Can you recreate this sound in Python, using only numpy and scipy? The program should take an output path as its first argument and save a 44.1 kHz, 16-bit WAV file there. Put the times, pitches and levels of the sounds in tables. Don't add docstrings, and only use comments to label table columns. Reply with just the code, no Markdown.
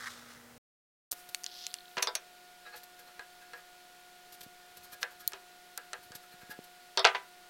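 import sys
import numpy as np
from scipy import signal
from scipy.fft import rfft, irfft
from scipy.io import wavfile

SR = 44100
rng = np.random.default_rng(int(sys.argv[2]) if len(sys.argv) > 2 else 0)


def int16_out(signal):
    q = np.round(np.clip(np.atleast_2d(signal).T, -1, 1) * 32767)
    wavfile.write(sys.argv[1], SR, q.astype(np.int16))


N = 330390
T = np.arange(N) / SR
AGE = np.arange(16384) / SR


def amp(db):
    return 10 ** (np.asarray(db) / 20)


def unit(x):
    return x / np.sqrt(np.mean(x ** 2))


def add(out, s, x):
    i = max(int(s * SR), 0)
    out[i:i + len(x)] += x[:len(out) - i]


def band(x, lo_hz, hi_hz, order=2):
    edges = [lo_hz, min(hi_hz, SR / 2 - 1000)]
    return signal.sosfilt(signal.butter(order, edges, "band", fs=SR, output="sos"), x)


def colour(x, points):
    hz, db = np.transpose(points)
    f = np.maximum(np.fft.rfftfreq(len(x), 1 / SR), 1)
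    gain = amp(np.interp(np.log(f), np.log(hz), db))
    return irfft(rfft(x) * gain, len(x))


def walk(rate):
    knots = rng.standard_normal(4096)
    return np.interp(T * rate, np.arange(len(knots)), knots)


def fade(t60):
    return np.exp(-np.log(1000) * AGE / t60)


# t/s, mids level/dB, treble level/dB
RUSTLE_LEVELS = [(0.0, -45, -50), (0.066, -39.5, -44.5), (0.08, -39.5, -47), (0.104, -51, -49.5),
                 (0.248, -54, -58), (0.316, -50, -52.5), (0.348, -55.5, -59), (0.57, -67.5, -80)]
# f/Hz, relative level/dB per Hz
RUSTLE_COLOUR = [(290, -43), (500, -13.5), (724, -8), (788, -2), (859, -8.5), (1350, -3.5), (1990, -4),
                 (2360, -12.5), (3000, -18), (3510, -14), (4600, -17.5), (5160, -16.5), (11900, -29.5),
                 (15000, -31.5)]


def rustle(grain_db=3, mid_trim_db=-1, treble_trim_db=-1, low_hz=1150, split_hz=2500):
    s, mid_db, treble_db = np.transpose(RUSTLE_LEVELS)
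    grains = colour(rng.standard_normal(N) * amp(grain_db * walk(500)), RUSTLE_COLOUR)
    mids = unit(band(grains, low_hz, split_hz, order=2))
    treble = unit(band(grains, split_hz, 14000, order=3))
    mid_gain = amp(np.interp(T, s, mid_db) + mid_trim_db)
    treble_gain = amp(np.interp(T, s, treble_db) + treble_trim_db)
    return mids * mid_gain + treble * treble_gain


# f/Hz, mean rms level/dB
HUM = [(119.8, -72), (239.6, -63), (480, -70), (599.9, -76.5)]
# f/Hz, mean rms level/dB
WHINE = [(177, -80), (358.5, -71), (719.4, -61), (1438.9, -66), (1799, -77)]


def tones(lines, waver=0.4, flutter_db=.5):
    out = np.zeros(N)
    for hz, db in lines:
        level = np.sqrt(2) * amp(db + flutter_db * walk(19))
        out += level * np.sin(2 * np.pi * hz * T + waver * walk(4.6))
    return out


# f/Hz, relative level/dB per Hz
EARLY_AIR = [(18, -49), (30, -21), (116, -15), (195, -18.5), (240, -18), (384, -18.5), (472, -16),
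             (716, -16), (1200, -20.5), (15000, -30.5)]
# f/Hz, relative level/dB per Hz
AIR = [(25, 0), (80, -18), (160, -9), (260, -6), (380, -3.5), (600, -3), (1000, -4), (1800, -2), (3000, -3),
       (4300, -3), (6000, -8.5), (10000, -10.5), (15500, -13.5)]
EARLY_AIR_DB, AIR_DB = -58, -58.5


def air(points, db):
    return unit(colour(rng.standard_normal(N), points)) * amp(db)


def grip_hiss(db=-64, end=2.1, flutter_db=-3.5, low_hz=10000, swell_s=1.19, swell_length=0.026, swell_db=-55):
    rub = rng.standard_normal(N) * amp(flutter_db * walk(19.4))
    steady = amp(db) * unit(band(rub, low_hz, 14300, order=1)) * (T < end)
    swell = amp(swell_db) * np.exp(-((T - swell_s) / swell_length) ** 2)
    return steady + swell * unit(band(rub, 3200, 13000, order=1))


def crack(lo_hz, hi_hz, t60, order=2):
    x = band(rng.choice([-1., 1.], len(AGE)) * fade(t60), lo_hz, hi_hz, order)
    return unit(x) * np.sqrt(np.mean(fade(t60) ** 2))


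# t/s, relative level/dB, centre f/Hz, ping f/Hz, ping t60/s
TICKS = [(1.114, -27.5, 9800, 4500, .004), (1.1183, -16, 8600, 4430, 0.0035),
         (1.347, -16.5, 5200, 4430, 0.026), (1.4364, -32, 4400, 4800, .016),
         (1.4422, -22.5, 4200, 4800, 0.023), (1.464, -21, 3900, 4300, 0.041),
         (1.667, -20, 5060, 4200, 0.027), (1.7412, -20, 4070, 2820, 0.026), (4.4159, -37, 4600, 4400, .015),
         (5.277, -9, 17000, 4230, 0.017)]


def ticks(snap_t60=0.0029, spread=1.89, ping_db=-18, fizz_db=-33, fizz_t60=0.1):
    out = np.zeros(N)
    for s, db, hz, ping_hz, ping_t60 in TICKS:
        lo_hz, hi_hz = hz / spread, hz * spread
        snap = crack(lo_hz, hi_hz, snap_t60)
        fizz = amp(fizz_db) * crack(lo_hz, hi_hz, fizz_t60, order=1)
        ping = amp(ping_db) * np.sin(2 * np.pi * ping_hz * AGE) * fade(ping_t60)
        add(out, s, amp(db) * (snap + fizz + ping))
    return out


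def ring(modes, scatter_db=4.5, neighbour_db=-7, neighbour_span=0.082, crowd_hz=4000, count=8):
    hz, db, t60 = np.transpose(modes)
    near_hz = hz * (1 + neighbour_span * rng.uniform(-1.223, 1, (count, len(hz))))
    near_db = db + neighbour_db + 20 * np.log10(np.minimum(hz / crowd_hz, 1))
    hz = np.r_[hz, near_hz.ravel()]
    db = np.r_[db, np.tile(near_db, count)]
    t60 = np.tile(t60, count + 1)
    size = amp(db + scatter_db * rng.standard_normal(len(hz)))
    phase = rng.uniform(0, 2 * np.pi, len(hz))
    waves = np.sin(np.float32(2 * np.pi * hz[:, None] * AGE + phase[:, None]))
    decays = np.exp(np.float32(-np.log(1000) * np.minimum(AGE / t60[:, None], 2)))
    return size @ (waves * decays) / np.sqrt(np.sum(size ** 2) / 2)


# f/Hz, relative level/dB per Hz, t60/s
PLATE = [(120, -9, 0.88), (265, -19, 0.19), (425, 7, 0.12), (995, 10, 0.11), (2000, 8.5, 0.13),
         (3580, 3.5, 0.14), (5000, 3, 0.11), (7000, -5, 0.18), (11000, -8, 0.18), (16000, -64, .06)]


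def plate():
    hz, db, t60 = np.transpose(PLATE)
    noise = colour(rng.standard_normal(len(AGE)), np.c_[hz, db])
    spectrum = rfft(unit(noise))
    log_f = np.log(np.fft.rfftfreq(len(AGE), 1 / SR) + 1)
    out = np.zeros(len(AGE))
    for share, decay in zip(np.eye(len(hz)), t60):
        weight = np.interp(log_f, np.log(hz), share)
        out += irfft(spectrum * weight) * fade(decay)
    return out


PART_MODES = {"rim": [(488, -5.5, .15), (637, -12, .14), (855, -10, .15), (1242, -11, .12), (1348, -3, .15),
              (1501, -12, .12), (1654, 2, .17), (1846, -5, .09), (2040, -12, .08), (2540, -11, .07),
              (4230, -1, .035)], "bar": [(667, -6, .15), (1340, -6, .19), (3531, -2, .12), (3630, -2, .1),
              (3789, -5, .09), (4188, -5, .08), (4495, -4, .08), (5062, -1, .085), (5400, -7, .07),
              (8800, -19, .06)], "washer": [(3520, -9, .08), (3800, -9, .08), (4312, -3, .07),
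              (5921, -2, .07), (6045, 0, .09), (7364, -9, .05), (9496, -8, .06), (9840, -6, .05),
              (11200, -9, .04), (12900, -8, .04), (14500, -9, .04)]}
# f/Hz, relative level/dB per Hz
GRIT = [(500, 6), (2000, 3), (4400, 11.5), (6500, 7), (10000, 6.5), (12500, 13.5), (14000, 9), (15600, 2)]


def scrape(swell, ring_db, hiss_db, grain_db=4.0, body_db=-10, low_hz=650, dull_hz=4500):
    metal = ring(PART_MODES["rim"], count=2) + amp(body_db) * plate()
    metal = band(metal, low_hz, dull_hz, order=1)
    grains = rng.standard_normal(len(AGE)) * amp(grain_db * rng.standard_normal(len(AGE)))
    slips = swell * unit(grains)
    body = signal.fftconvolve(slips, metal)[:len(AGE)]
    hiss = colour(slips, GRIT)
    return np.std(slips) * (amp(ring_db) * unit(body) + amp(hiss_db) * unit(hiss))


# first stroke t/s, last stroke t/s, relative rim ring level/dB, relative hiss level/dB
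TWIRLS = [(2.668, 2.741, -48, -72), (2.995, 3.08, -57, -67), (3.423, 3.659, -61.5, -69),
          (4.749, 5.21, -60.5, -57), (6.236, 6.514, -53, -59.5)]
# start t/s, rise t/s, relative hiss level/dB
RASPS = [(1.123, 0.0036, -36), (1.288, 0.0036, -46.5), (2.756, .011, -50), (2.832, 0.004, -48.5),
         (2.99, 0.0056, -53), (4.322, 0.0053, -50.5), (4.339, .005, -52), (4.406, .005, -47.5),
         (4.428, 0.0062, -50), (4.768, 0.0049, -49), (4.841, 0.0063, -54), (6.027, .01, -56.5),
         (6.149, 0.0059, -43), (6.638, 0.0047, -52.5)]


def scrapes(strokes_per_s=11.2, half_stroke_s=0.032, scatter_db=6.5, rasp_ring_db=-19.5):
    out = np.zeros(N)
    stroke = np.sin(np.pi * np.minimum(AGE / (2 * half_stroke_s), 1)) ** 4
    for first, last, ring_db, hiss_db in TWIRLS:
        count = round((last - first) * strokes_per_s) + 1
        for s in np.linspace(first, last, count):
            size = amp(scatter_db * rng.standard_normal())
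            add(out, s - half_stroke_s, size * scrape(stroke, ring_db, hiss_db))
    for s, rise, db in RASPS:
        catch = AGE / rise * np.exp(1 - AGE / rise)
        add(out, s, scrape(catch, db + rasp_ring_db, db))
    return out


# t/s, slips per second, relative slip level/dB
CREAK = [(1.471, 240, -44), (1.529, 393, -40.5), (1.645, 470, -35.5), (1.69, 217, -45), (1.721, 60, -35.5),
         (1.929, 30, -37)]


def creak(low_hz=3100, slow_top_hz=4300, hz_per_slip_rate=3.3, scatter_db=2.0, gain_db=3, slip_t60=0.0084,
          unevenness=.33):
    s, rate, db = np.transpose(CREAK)
    out, now = np.zeros(N), s[0]
    for gap, size, *chatter in rng.standard_normal(size=(200, 256)):
        if now >= s[-1]:
            break
        speed = np.interp(now, s, rate)
        top_hz = slow_top_hz + hz_per_slip_rate * speed
        snap = band(np.sign(chatter) * fade(slip_t60)[:len(chatter)], low_hz, top_hz, order=3)
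        add(out, now, snap * amp(np.interp(now, s, db) + gain_db + scatter_db * size))
        now += np.exp(unevenness * gap) / speed
    return out


# t/s, what is struck, relative body level/dB, relative crack level/dB, crack centre f/Hz
BLOWS = [(1.969, "housing", -32.5, -37, 3300), (1.9784, "housing", -33.5, -34, 2900),
         (1.983, "housing", -34.5, -28, 2660), (2.024, "washer", -36, -34, 3380),
         (2.027, "washer", -37, -21, 3700), (2.0719, "bar", -29, -28, 3350),
         (2.1523, "washer", -38.5, -22, 5000), (3.194, "rim", -47.5, -46, 4400),
         (3.534, "rim", -46.5, -47, 4400), (5.0296, "rim", -37.5, -22.5, 3200),
         (5.32, "rim", -53, -43, 5470), (5.3336, "housing", -41.5, -35, 3300),
         (5.776, "rim", -47, -28, 7000), (5.9322, "rim", -41.5, -32, 4600),
         (6.1193, "rim", -54.5, -45, 4540), (6.9738, "bar", -23, -23, 3270),
         (6.9935, "bar", -27, -30.5, 3760), (7.0452, "housing", -24, -14, 1700),
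         (7.05, "housing", -15, -10.5, 2740), (7.06, "housing", -22, -18.5, 2000),
         (7.0702, "housing", -30, -19.5, 2200), (7.1485, "housing", -28.5, -41, 2110)]
# f/Hz, relative level/dB, t60/s
HOUSING_MODES = [(387, 0, .2), (465, -4, .16), (495, -1, .18), (640, -4, .16), (675, -1, .18),
                 (772, -5, .15), (860, -5, .16), (985, 2, .17), (1055, -6, .16), (1207, -1, .18),
                 (1340, 0, .19), (1515, -1, .14), (1582, -2, .18), (1773, -1, .14), (1997, 0, .16),
                 (2080, -5, .12), (2412, -6, .16), (2535, -1, .14), (2783, -2, .16), (2903, -1, .13),
                 (3140, -5, .12), (3364, -2, .12)]
PART_DB = {"rim": 5, "bar": 0, "washer": 8.5}
BRIGHT_HZ = {"rim": 3200, "bar": 1580, "washer": 4200, "housing": 3620}


def blows(modes_db=-2, dense_db=2.0, crack_t60=0.013, crack_spread=2.02, low_hz=390):
    out = np.zeros(N)
    for s, part, db, crack_db, crack_hz in BLOWS:
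        housing = amp(modes_db) * ring(HOUSING_MODES, count=0) + amp(dense_db) * plate()
        body = band(housing, low_hz, BRIGHT_HZ[part]) / np.sqrt(2)
        if part in PART_MODES:
            part_ring = ring(PART_MODES[part], neighbour_db=-4.0, neighbour_span=.09)
            body = body + amp(PART_DB[part]) * part_ring
        contact = crack(crack_hz / crack_spread, crack_hz * crack_spread, crack_t60, order=3)
        add(out, s, amp(db) * body + amp(crack_db) * contact)
    return out


def room(x, db=-23, t60=0.28, low_hz=350, top_hz=2200, delay=0.0035):
    response = band(rng.standard_normal(len(AGE)), low_hz, top_hz) * fade(t60) * (AGE > delay)
    response = response / np.sqrt(np.sum(response ** 2))
    return amp(db) * signal.fftconvolve(x, response)[:N]


# t/s, peak level/dB
THUDS = [(1.974, -38.5), (4.464, -46.5), (6.106, -48.5), (6.154, -53), (6.34, -55), (6.432, -51),
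         (6.495, -43), (6.59, -36)]
# from t/s, to t/s, typical peak level/dB
FIDGETS = [(4.7, 5.35, -67), (5.9, 6.55, -62)]


def thuds(low_share=0.31, firm_db=-36, firm_hz=490, db_per_octave=18, bumps_per_s=13, scatter_db=2):
    out, bumps = np.zeros(N), list(THUDS)
    for start, end, db in FIDGETS:
        gaps = rng.exponential(size=64) / bumps_per_s
        sizes = rng.standard_normal(size=64)
        for s, size in zip(start + np.cumsum(gaps), sizes):
            if s < end:
                bumps.append((s, db + scatter_db * size))
    impulse = 1. * (AGE == 0)
    for s, db in bumps:
        hz = firm_hz * 2 ** ((db - firm_db) / db_per_octave)
        push = band(impulse, hz * low_share, hz, order=2)
        add(out, s, amp(db) * push / np.abs(push).max())
    return out


# from t/s, to t/s
PAUSE = (.58, 1.111)


def scene(side_db=-34, side_hiss_db=-82):
    metal = blows() + scrapes()
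    before = rustle() + tones(HUM) + air(EARLY_AIR, EARLY_AIR_DB)
    handling = ticks() + thuds() + creak() + grip_hiss()
    after = metal + room(metal) + handling + tones(WHINE) + air(AIR, AIR_DB)
    mono = np.where(T < PAUSE[0], before, after)
    # f/Hz, relative level/dB per Hz
    side_colour = [(40, 8.5), (250, 16.5), (1000, 9.5), (4000, -11), (16000, 18.5)]
    side_hiss = unit(colour(rng.standard_normal(N), side_colour))
    side = amp(side_db) * band(mono, 6700, 16000) + amp(side_hiss_db) * side_hiss
    audible = (T < PAUSE[0]) | (T > PAUSE[1])
    return np.array([mono + side, mono - side]) * audible


def record(dry, top_hz=16200):
    return signal.sosfilt(signal.ellip(10, .2, 75, top_hz, fs=SR, output="sos"), dry)


dry = scene()
out = record(dry)
int16_out(out)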